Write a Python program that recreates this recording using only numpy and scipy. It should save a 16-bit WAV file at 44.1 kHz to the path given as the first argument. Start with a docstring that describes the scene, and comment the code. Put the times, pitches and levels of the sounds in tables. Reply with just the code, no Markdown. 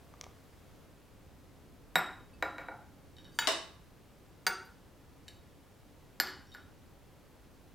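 """In a kitchen a case latch clicks; then a metal shaker with a rattling cap and its tin land on a stone counter.
A spoon, a jigger and loose tools follow, the case lid knocks at the left, and the jigger chatters on its rim.
A spoon drops with a drier knock; last a stemmed glass is set down and the spoon touches again.
Each blow sums hand-damped modes and a contact crack, and noise echoes answer; a close centre microphone clips.
Throughout, a wider pair hears the room tone: appliance rumble and microphone hiss, made of coloured noise."""
import sys
import numpy as np
from scipy import signal
from scipy.fft import rfft, irfft
from scipy.io import wavfile
from scipy.ndimage import uniform_filter1d

SR = 44100
rng = np.random.default_rng(int(sys.argv[2]) if len(sys.argv) > 2 else 0)


def amplitude_ratio(level_db):
    """Convert a level in decibels to the matching linear amplitude (field) ratio."""
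    exponent = np.asarray(level_db, float) / 20
    return 10 ** exponent


def generate_wav(sig):
    """Save sig (samples, or channels by samples) to the path in sys.argv[1] as 16-bit PCM at SR."""
    pcm = np.round(np.clip(np.atleast_2d(sig).T, -1, 1) * 32767).astype(np.int16)
    wavfile.write(sys.argv[1], SR, pcm)


N = 341334

# damped modes of each object: mode_hz, relative_level_db, t60_s
SHAKER_MODES = [(166.6, -22, 0.35), (376, -16, 0.056), (520, -13, 0.017), (754, -3, 0.032),
                (980, -9.5, 0.019), (1430, -4, 0.033), (1606, -1, 0.014), (1930, -5, 0.0094),
                (2260, -5, 0.024), (2550, -22, 0.052), (3784, -6, 0.086), (3970, -18, 0.061),
                (5160, -21, 0.09), (5570, -20, 0.027), (6560, -39, .02), (7670, -14.5, 0.057),
                (8370, -13.5, 0.017), (10500, -37, 0.02), (10900, -30, 0.027), (13000, -15, 0.057),
                (12700, -13, 0.021), (14100, -31.5, .05), (14000, -30, .02), (15170, -28, 0.031)]
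TIN_MODES = [(300, -14, 0.067), (540, -1, 0.046), (700, -2, 0.078), (834, -0.5, 0.048), (980, 0, 0.02),
             (1404, 4, 0.036), (1560, 7, 0.022), (1880, 3.5, 0.027), (2273, 1.5, 0.051), (2650, -9.5, 0.01),
             (3900, -3.5, 0.081), (5000, -23, 0.12), (6000, -17, 0.024), (7340, -16.5, 0.017),
             (8300, -21, 0.024), (10200, -40, .02), (11880, -21, 0.038), (13200, -27, .02)]
JIGGER_MODES = [(4663, -1, 0.057), (6100, -11.5, 0.026), (6370, -5, 0.025), (7260, -11, 0.016),
                (8780, -7.5, 0.049), (9640, -28, 0.077), (11200, -17, 0.092), (12300, -24, 0.078),
                (13845, -25, 0.12), (15080, -9, 0.066), (15200, -27, 0.081)]
JIGGER_FOOT_MODES = [(357, -14.5, 0.036), (492, -10, 0.077), (690, -4, 0.013), (900, -5, 0.047),
                     (1150, -2, 0.011), (1414, 2.5, 0.066), (1530, 1, 0.028), (1805, 5, 0.016),
                     (2200, -1, 0.045), (2780, 0, 0.01), (3400, 2.5, 0.0081), (4100, -2.5, 0.013)]
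TOOL_MODES = [(895, -3, 0.096), (1390, 4, 0.017), (1730, 6, 0.024), (2140, -8, 0.051), (2580, -3, 0.017),
              (3000, -6.5, 0.12), (3355, 2.5, .025), (3800, -12, 0.49), (4370, -5, 0.062),
              (5500, -18, 0.081), (7100, -6.5, 0.18)]
SPOON_MODES = [(1620, -2, 0.027), (3034, -4, 0.055), (3758, 0.5, 0.062), (4500, -4, 0.021),
               (5570, -3, 0.022), (7440, -9, 0.043), (9500, -6.5, .03), (12200, -10, .02),
               (15000, -24, .01)]
GLASS_MODES = [(277, -14, 0.05), (372, -15, 0.21), (570, -14, 0.0277), (793, -5, 0.046), (1260, -12, 0.011),
               (1453, 1.5, 0.034), (1690, 9, 0.013), (2200, -19, 0.036), (2940, -7.5, 0.031),
               (3700, -11, 0.009), (4230, 8.5, 0.01), (4900, 2, 0.0078), (5570, -8.5, 0.034),
               (6060, -16, 0.024), (7360, -2, 0.042), (8600, -45, .02), (10770, -7, .02),
               (11320, -8.5, 0.077), (13200, -31, .04), (12840, -25, .02), (13900, 0.5, 0.043),
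               (16000, -43, .01)]
LATCH_MODES = [(700, -4.5, 0.0074), (1170, -6, 0.016), (2200, -0.5, 0.0077), (3300, 0, 0.0057),
               (5900, 16, 0.0029), (13800, -50, 0.0073)]
LID_MODES = [(318, -12, 0.021), (523, -9, 0.027), (653.6, -8.5, 0.11), (1114, -0.5, 0.011),
             (1640, -1.5, 0.0086), (2030, -7, 0.03), (2260, -6.5, 0.0085), (2970, 1.5, 0.016),
             (3690, 3, 0.0094), (5570, -1, 0.0044), (6440, -4.5, 0.011), (8100, 0.5, 0.0023),
             (9730, -11, 0.013), (12900, -18.5, 0.013), (15000, -19, .004)]

# blows on each object: start_s, level_db, favoured_hz, fall_off_db_per_octave, room_share_db
SHAKER_BLOWS = [(1.956, -12.5, 2000, 3, -6)]
TIN_BLOWS = [(2.425, -29.5, 2000, 0.3, -6), (2.43, -32, 1000, 10, -10), (2.582, -45, 2260, 0.5, 0.5),
             (2.6845, -36.5, 890, 7, -4), (2.757, -48, 810, 18, -6)]
JIGGER_BLOWS = [(3.32, -64, 4680, 4, 8), (3.346, -60.5, 8780, 8.5, 15), (3.388, -28, 8000, 1.6, -0.8)]
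TOOL_BLOWS = [(3.3883, -24.5, 2000, 2.6, -7.5), (3.415, -39, 1850, 11, -2), (3.424, -33, 2500, 17, 5)]
SPOON_BLOWS = [(3.167, -53, 4600, 13, -10), (3.184, -47, 2390, 9, 0), (3.227, -62, 3400, 16, -7),
               (3.245, -53.5, 4740, 11, 0), (3.252, -49.5, 2200, 10, 3.5), (6.471, -57.5, 5570, 40, 6.5),
               (6.518, -52.5, 4300, 13.5, 6)]
SPOON_DROP_BLOWS = [(5.2813, -46.5, 3200, 2.7, -4), (5.286, -50.5, 3600, 2.6, -8)]
GLASS_BLOWS = [(6.2001, -25.5, 2000, 1.13, -8.5), (6.209, -28.5, 3400, 11, -29), (6.271, -38, 2780, 9.2, 4),
               (6.542, -61, 6000, 0.3, -20), (6.548, -43.5, 1440, 6.9, -3)]
LATCH_BLOWS = [(.139, -35, 900, 13.3, -12), (.212, -37.5, 2000, 1.1, -14), (.237, -33, 800, 10.5, -9),
               (.241, -40.5, 2460, 8.9, -9), (.266, -32, 700, 12, -26)]
LID_BLOWS = [(3.4724, -20.5, 3700, 2.6, 6), (3.4775, -20, 9100, 11, -17), (3.487, -21, 616, 4.2, -9.5),
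             (3.519, -29, 12500, 11, 0)]

# faint tings as fingers leave the rims: start_s, pitch_hz, level_db, t60_s
RIM_TINGS = [(2.334, 2610, -63, 0.22), (2.337, 4620, -66, 0.11), (2.337, 9000, -66, .06),
             (4.65, 13150, -64, .15), (4.655, 9900, -68, .1)]
# reverberation by octave: centre_hz, t60_s, relative_level_db
ROOM_BANDS = [(131, 0.2, -13), (264, 0.56, 10), (466, 0.35, 9), (1000, 0.5, 7), (2000, 0.44, 1),
              (3900, 0.45, -1), (8000, 0.4, -1), (15400, 0.16, 3.5)]
# width of the lid's echoes: frequency_hz, side_minus_mid_db
LID_WIDTH = [(200, -10), (1000, -8), (4400, -7), (8000, -0.5), (15000, -7)]
# spectral density of the room tone: frequency_hz, relative_level_db
TONE_COLOUR = [(8.2, -41), (14, -4.5), (95, 3.5), (124, -2), (148, 0), (230, -6), (274, -2), (337, -7),
               (557, -10.5), (626, -13.5), (704, -14), (1700, -22), (8370, -33), (14600, -34), (16000, -37)]
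# width of the room tone: frequency_hz, side_minus_mid_db
TONE_WIDTH = [(60, -3.5), (110, -7.5), (200, -6), (380, -8), (700, -8), (1290, -9), (2380, -9.5),
              (4400, -7.5), (8120, -7.5), (15000, -7.5)]

# bouncing after a landing: first_contact_s, first_gap_s, gap_ratio
CAP_TIMING = 1.968, .0085, .78
JIGGER_TIMING = 4.4664, .0053, 1
# bouncing contacts: first_level_db, drop_db_per_bounce, favoured_hz, fall_off_db_per_octave, room_share_db
CAP_RATTLE = -26.5, 0, 12000, 17, -11
RIM_CHATTER = -22.5, 3.5, 5000, 2.8, -8.5
FOOT_CHATTER = -26, 3, 1500, 1.5, -6

# crack of a plain blow over its modes (dB); the objects below add their own offsets (dB)
CRACK_DB = 27.5
SHAKER_CRACK_DB, CAP_CRACK_DB, TIN_CRACK_DB, JIGGER_CRACK_DB, RIM_CRACK_DB, FOOT_CRACK_DB = 2.5, -6, -2, -5, -4.5, -17
TOOL_CRACK_DB, SPOON_CRACK_DB, DROP_CRACK_DB, GLASS_CRACK_DB, LATCH_CRACK_DB, LID_CRACK_DB = -9, -8.5, 0, 7.5, -16, -7.5
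SOFT_DB = 0.8  # crack lost per dB/octave of fall-off: glancing touches crack less
SLAB_DB = 3.5  # the stone slab spreads the crack into the room more than the ringing
CLIP = .222  # amplitude at which the centre microphone's input clips

# the rumble swells once and wanders; the hiss steps down early on
RUMBLE_DB, SWELL_DB, SWELL_S, SWELL_WIDTH_S, WANDER_DB = -60.5, 2, 2.8, 2.07, 1.07
HISS_DB, EARLY_HISS_DB, HISS_STEP_S = -72, -70.5, .86


def counter():
    """Superposition and saturation: blows, tings and echoes add up at the centre microphone, whose input clips."""
    cap_blows = bounces(CAP_TIMING, CAP_RATTLE, count=4)
    rim_blows = bounces(JIGGER_TIMING, RIM_CHATTER, count=4)
    foot_blows = bounces(JIGGER_TIMING, FOOT_CHATTER, count=3)
    sets = [
        (SHAKER_MODES, SHAKER_BLOWS, SHAKER_CRACK_DB),
        (SHAKER_MODES, cap_blows, CAP_CRACK_DB),
        (TIN_MODES, TIN_BLOWS, TIN_CRACK_DB),
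        (JIGGER_MODES, JIGGER_BLOWS, JIGGER_CRACK_DB),
        (JIGGER_MODES, rim_blows, RIM_CRACK_DB),
        (JIGGER_FOOT_MODES, foot_blows, FOOT_CRACK_DB),
        (TOOL_MODES, TOOL_BLOWS, TOOL_CRACK_DB),
        (SPOON_MODES, SPOON_BLOWS, SPOON_CRACK_DB),
        (SPOON_MODES, SPOON_DROP_BLOWS, DROP_CRACK_DB),
        (GLASS_MODES, GLASS_BLOWS, GLASS_CRACK_DB),
        (LATCH_MODES, LATCH_BLOWS, LATCH_CRACK_DB),
    ]
    direct, send = sum(strike(*one) for one in sets)
    return np.clip(direct + tings() + room(send, gap_s=0.0022), -CLIP, CLIP)


def strike(modes, blows, crack_db):
    """Modal excitation: each blow rings damped modes and a contact crack; returns direct sound and room feed."""
    hz, db, t60 = np.transpose(modes)
    t = np.arange(SR // 2) / SR
    decay = np.exp(-np.log(1000) * t / t60[:, None])
    # signs alternate from mode to mode, so the spectrum between neighbours stays filled and the onset soft
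    sign = (-1) ** np.arange(len(hz))[:, None]
    shapes = sign * decay * np.sin(2 * np.pi * hz[:, None] * t)
    out = np.zeros((2, N + len(t)))
    for start_s, blow_db, spot_hz, fall_db, room_db in blows:
        # the spot that is hit favours some modes, and no two blows land alike
        octaves = np.abs(np.log2(hz / spot_hz))
        mode_db = db - max(fall_db, 0) * octaves + rng.standard_normal(len(hz))
        ringing = amplitude_ratio(mode_db) @ shapes
        sound = np.array([ringing, amplitude_ratio(room_db) * ringing])
        # the many fast-dying modes in between merge into a click of the same broad colour
        broad_db = uniform_filter1d(mode_db, size=3)
        low_end = (hz[0] / 2, broad_db[0] - 4)
        high_end = (hz[-1] * 2, broad_db[-1] - 13)
        crack = click([low_end, *zip(hz, broad_db), high_end])
        path_db = np.array([[0], [room_db + SLAB_DB]])
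        sound[:, :len(crack)] -= amplitude_ratio(CRACK_DB + crack_db - SOFT_DB * fall_db + path_db) * crack
        i = int(start_s * SR)
        out[:, i:i + len(t)] += amplitude_ratio(blow_db) * sound
    return out[:, :N]


def click(table):
    """Minimum phase: folding the cepstrum gives a causal click with the colour of (Hz, dB) points."""
    hz, db = np.transpose(table)
    size = 1024
    f = np.arange(size // 2 + 1) * SR / size + 1
    cepstrum = irfft(np.log(amplitude_ratio(np.interp(np.log(f), np.log(hz), db))))
    cepstrum[1:size // 2] *= 2
    cepstrum[size // 2 + 1:] = 0
    return irfft(np.exp(rfft(cepstrum)))


def bounces(timing, contact, count):
    """Repeated impact: gaps keep a fixed ratio and levels fall by a fixed drop, which may be zero."""
    start_s, gap_s, ratio = timing
    db, drop_db, *spot = contact
    blows = []
    for k in range(count):
        elapsed_s = gap_s * sum(ratio ** j for j in range(k))
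        blows.append((start_s + elapsed_s, db - k * drop_db, *spot))
    return blows


def tings():
    """Free vibration: single faint partials, each decaying exponentially."""
    t = np.arange(SR // 4) / SR
    out = np.zeros(N)
    for start_s, hz, db, t60 in RIM_TINGS:
        decay = np.exp(-np.log(1000) * t / t60)
        out[int(start_s * SR):][:len(t)] += amplitude_ratio(db) * decay * np.sin(2 * np.pi * hz * t)
    return out


def lid():
    """Stereo by level difference: the lid's direct sound is mostly left, its diffuse echoes partly shared."""
    direct, send = strike(LID_MODES, LID_BLOWS, LID_CRACK_DB)
    mid = room(send, gap_s=0.00047)
    side = colour(room(send, gap_s=0.0024), LID_WIDTH)
    left = amplitude_ratio(4) * direct + amplitude_ratio(-2.5) * (mid + side)
    right = amplitude_ratio(-17) * direct + amplitude_ratio(-1.85) * (mid - side)
    return np.array([left, right])


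def room(x, gap_s):
    """Diffuse reverberation: noise echoes build up after a gap and die octave by octave."""
    t = np.arange(int(.8 * SR)) / SR
    f = np.maximum(np.arange(len(t) // 2 + 1) * SR / len(t), 1)
    noise = rfft(rng.standard_normal(len(t)))
    tail = 0
    for hz, t60, db in ROOM_BANDS:
        window = np.cos(np.pi / 2 * np.clip(np.log2(f / hz), -1, 1)) ** 2
        band = irfft(noise * window, len(t))
        tail = tail + amplitude_ratio(db) * band * np.exp(-np.log(1000) * t / t60)
    build_up = 1 - np.exp(-np.maximum(t - gap_s, 0) / 0.00083)
    tail = tail * build_up
    unit_tail = tail / np.sqrt(np.sum(tail ** 2))
    return signal.fftconvolve(x, unit_tail)[:N]


def room_tone():
    """Stationary noise under slow gains: swelling appliance rumble and microphone hiss, widest in the bass."""
    mid = colour(rng.standard_normal(N), TONE_COLOUR)
    side = colour(colour(rng.standard_normal(N), TONE_COLOUR), TONE_WIDTH)
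    t = np.arange(N) / SR
    rumble, hiss = split(np.array([mid + side, mid - side]), 500)
    # the levels refer to these bands of the mid signal
    rumble_ref = signal.sosfilt(signal.butter(4, [30, 400], "band", fs=SR, output="sos"), mid)
    hiss_ref = signal.sosfilt(signal.butter(4, [3000, 15000], "band", fs=SR, output="sos"), mid)
    wander = np.interp(t, np.arange(32) / 4, rng.standard_normal(32))
    swell = np.exp(-((t - SWELL_S) / SWELL_WIDTH_S) ** 2)
    rumble_db = RUMBLE_DB + SWELL_DB * swell + WANDER_DB * wander
    hiss_db = np.where(t < HISS_STEP_S, EARLY_HISS_DB, HISS_DB)
    return rumble / np.std(rumble_ref) * amplitude_ratio(rumble_db) + hiss / np.std(hiss_ref) * amplitude_ratio(hiss_db)


def colour(x, table):
    """Spectral weighting: a signal is shaped by (Hz, dB) points on a logarithmic frequency axis."""
    hz, db = np.transpose(table)
    f = np.maximum(np.arange(len(x) // 2 + 1) * SR / len(x), 1)
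    return irfft(rfft(x) * amplitude_ratio(np.interp(np.log(f), np.log(hz), db)), len(x))


def split(x, hz):
    """Complementary crossover: a zero-phase low band and the remainder above it."""
    low = signal.sosfiltfilt(signal.butter(2, hz, fs=SR, output="sos"), x)
    return low, x - low


def scene():
    """Linear superposition of the centre blows, the left knock and the room tone."""
    return counter() + lid() + room_tone()


def top_cut(x):
    """Nothing passes above the cut-off."""
    return signal.sosfilt(signal.butter(12, 16830, fs=SR, output="sos"), x)


def record(dry):
    """Band limiting: a steep elliptic low-pass cuts the top above 16.3 kHz."""
    low_pass = signal.ellip(8, .2, 70, 16300, fs=SR, output="sos")
    mix = signal.sosfilt(low_pass, dry)
    return top_cut(mix)


dry = scene()
out = record(dry)
generate_wav(out)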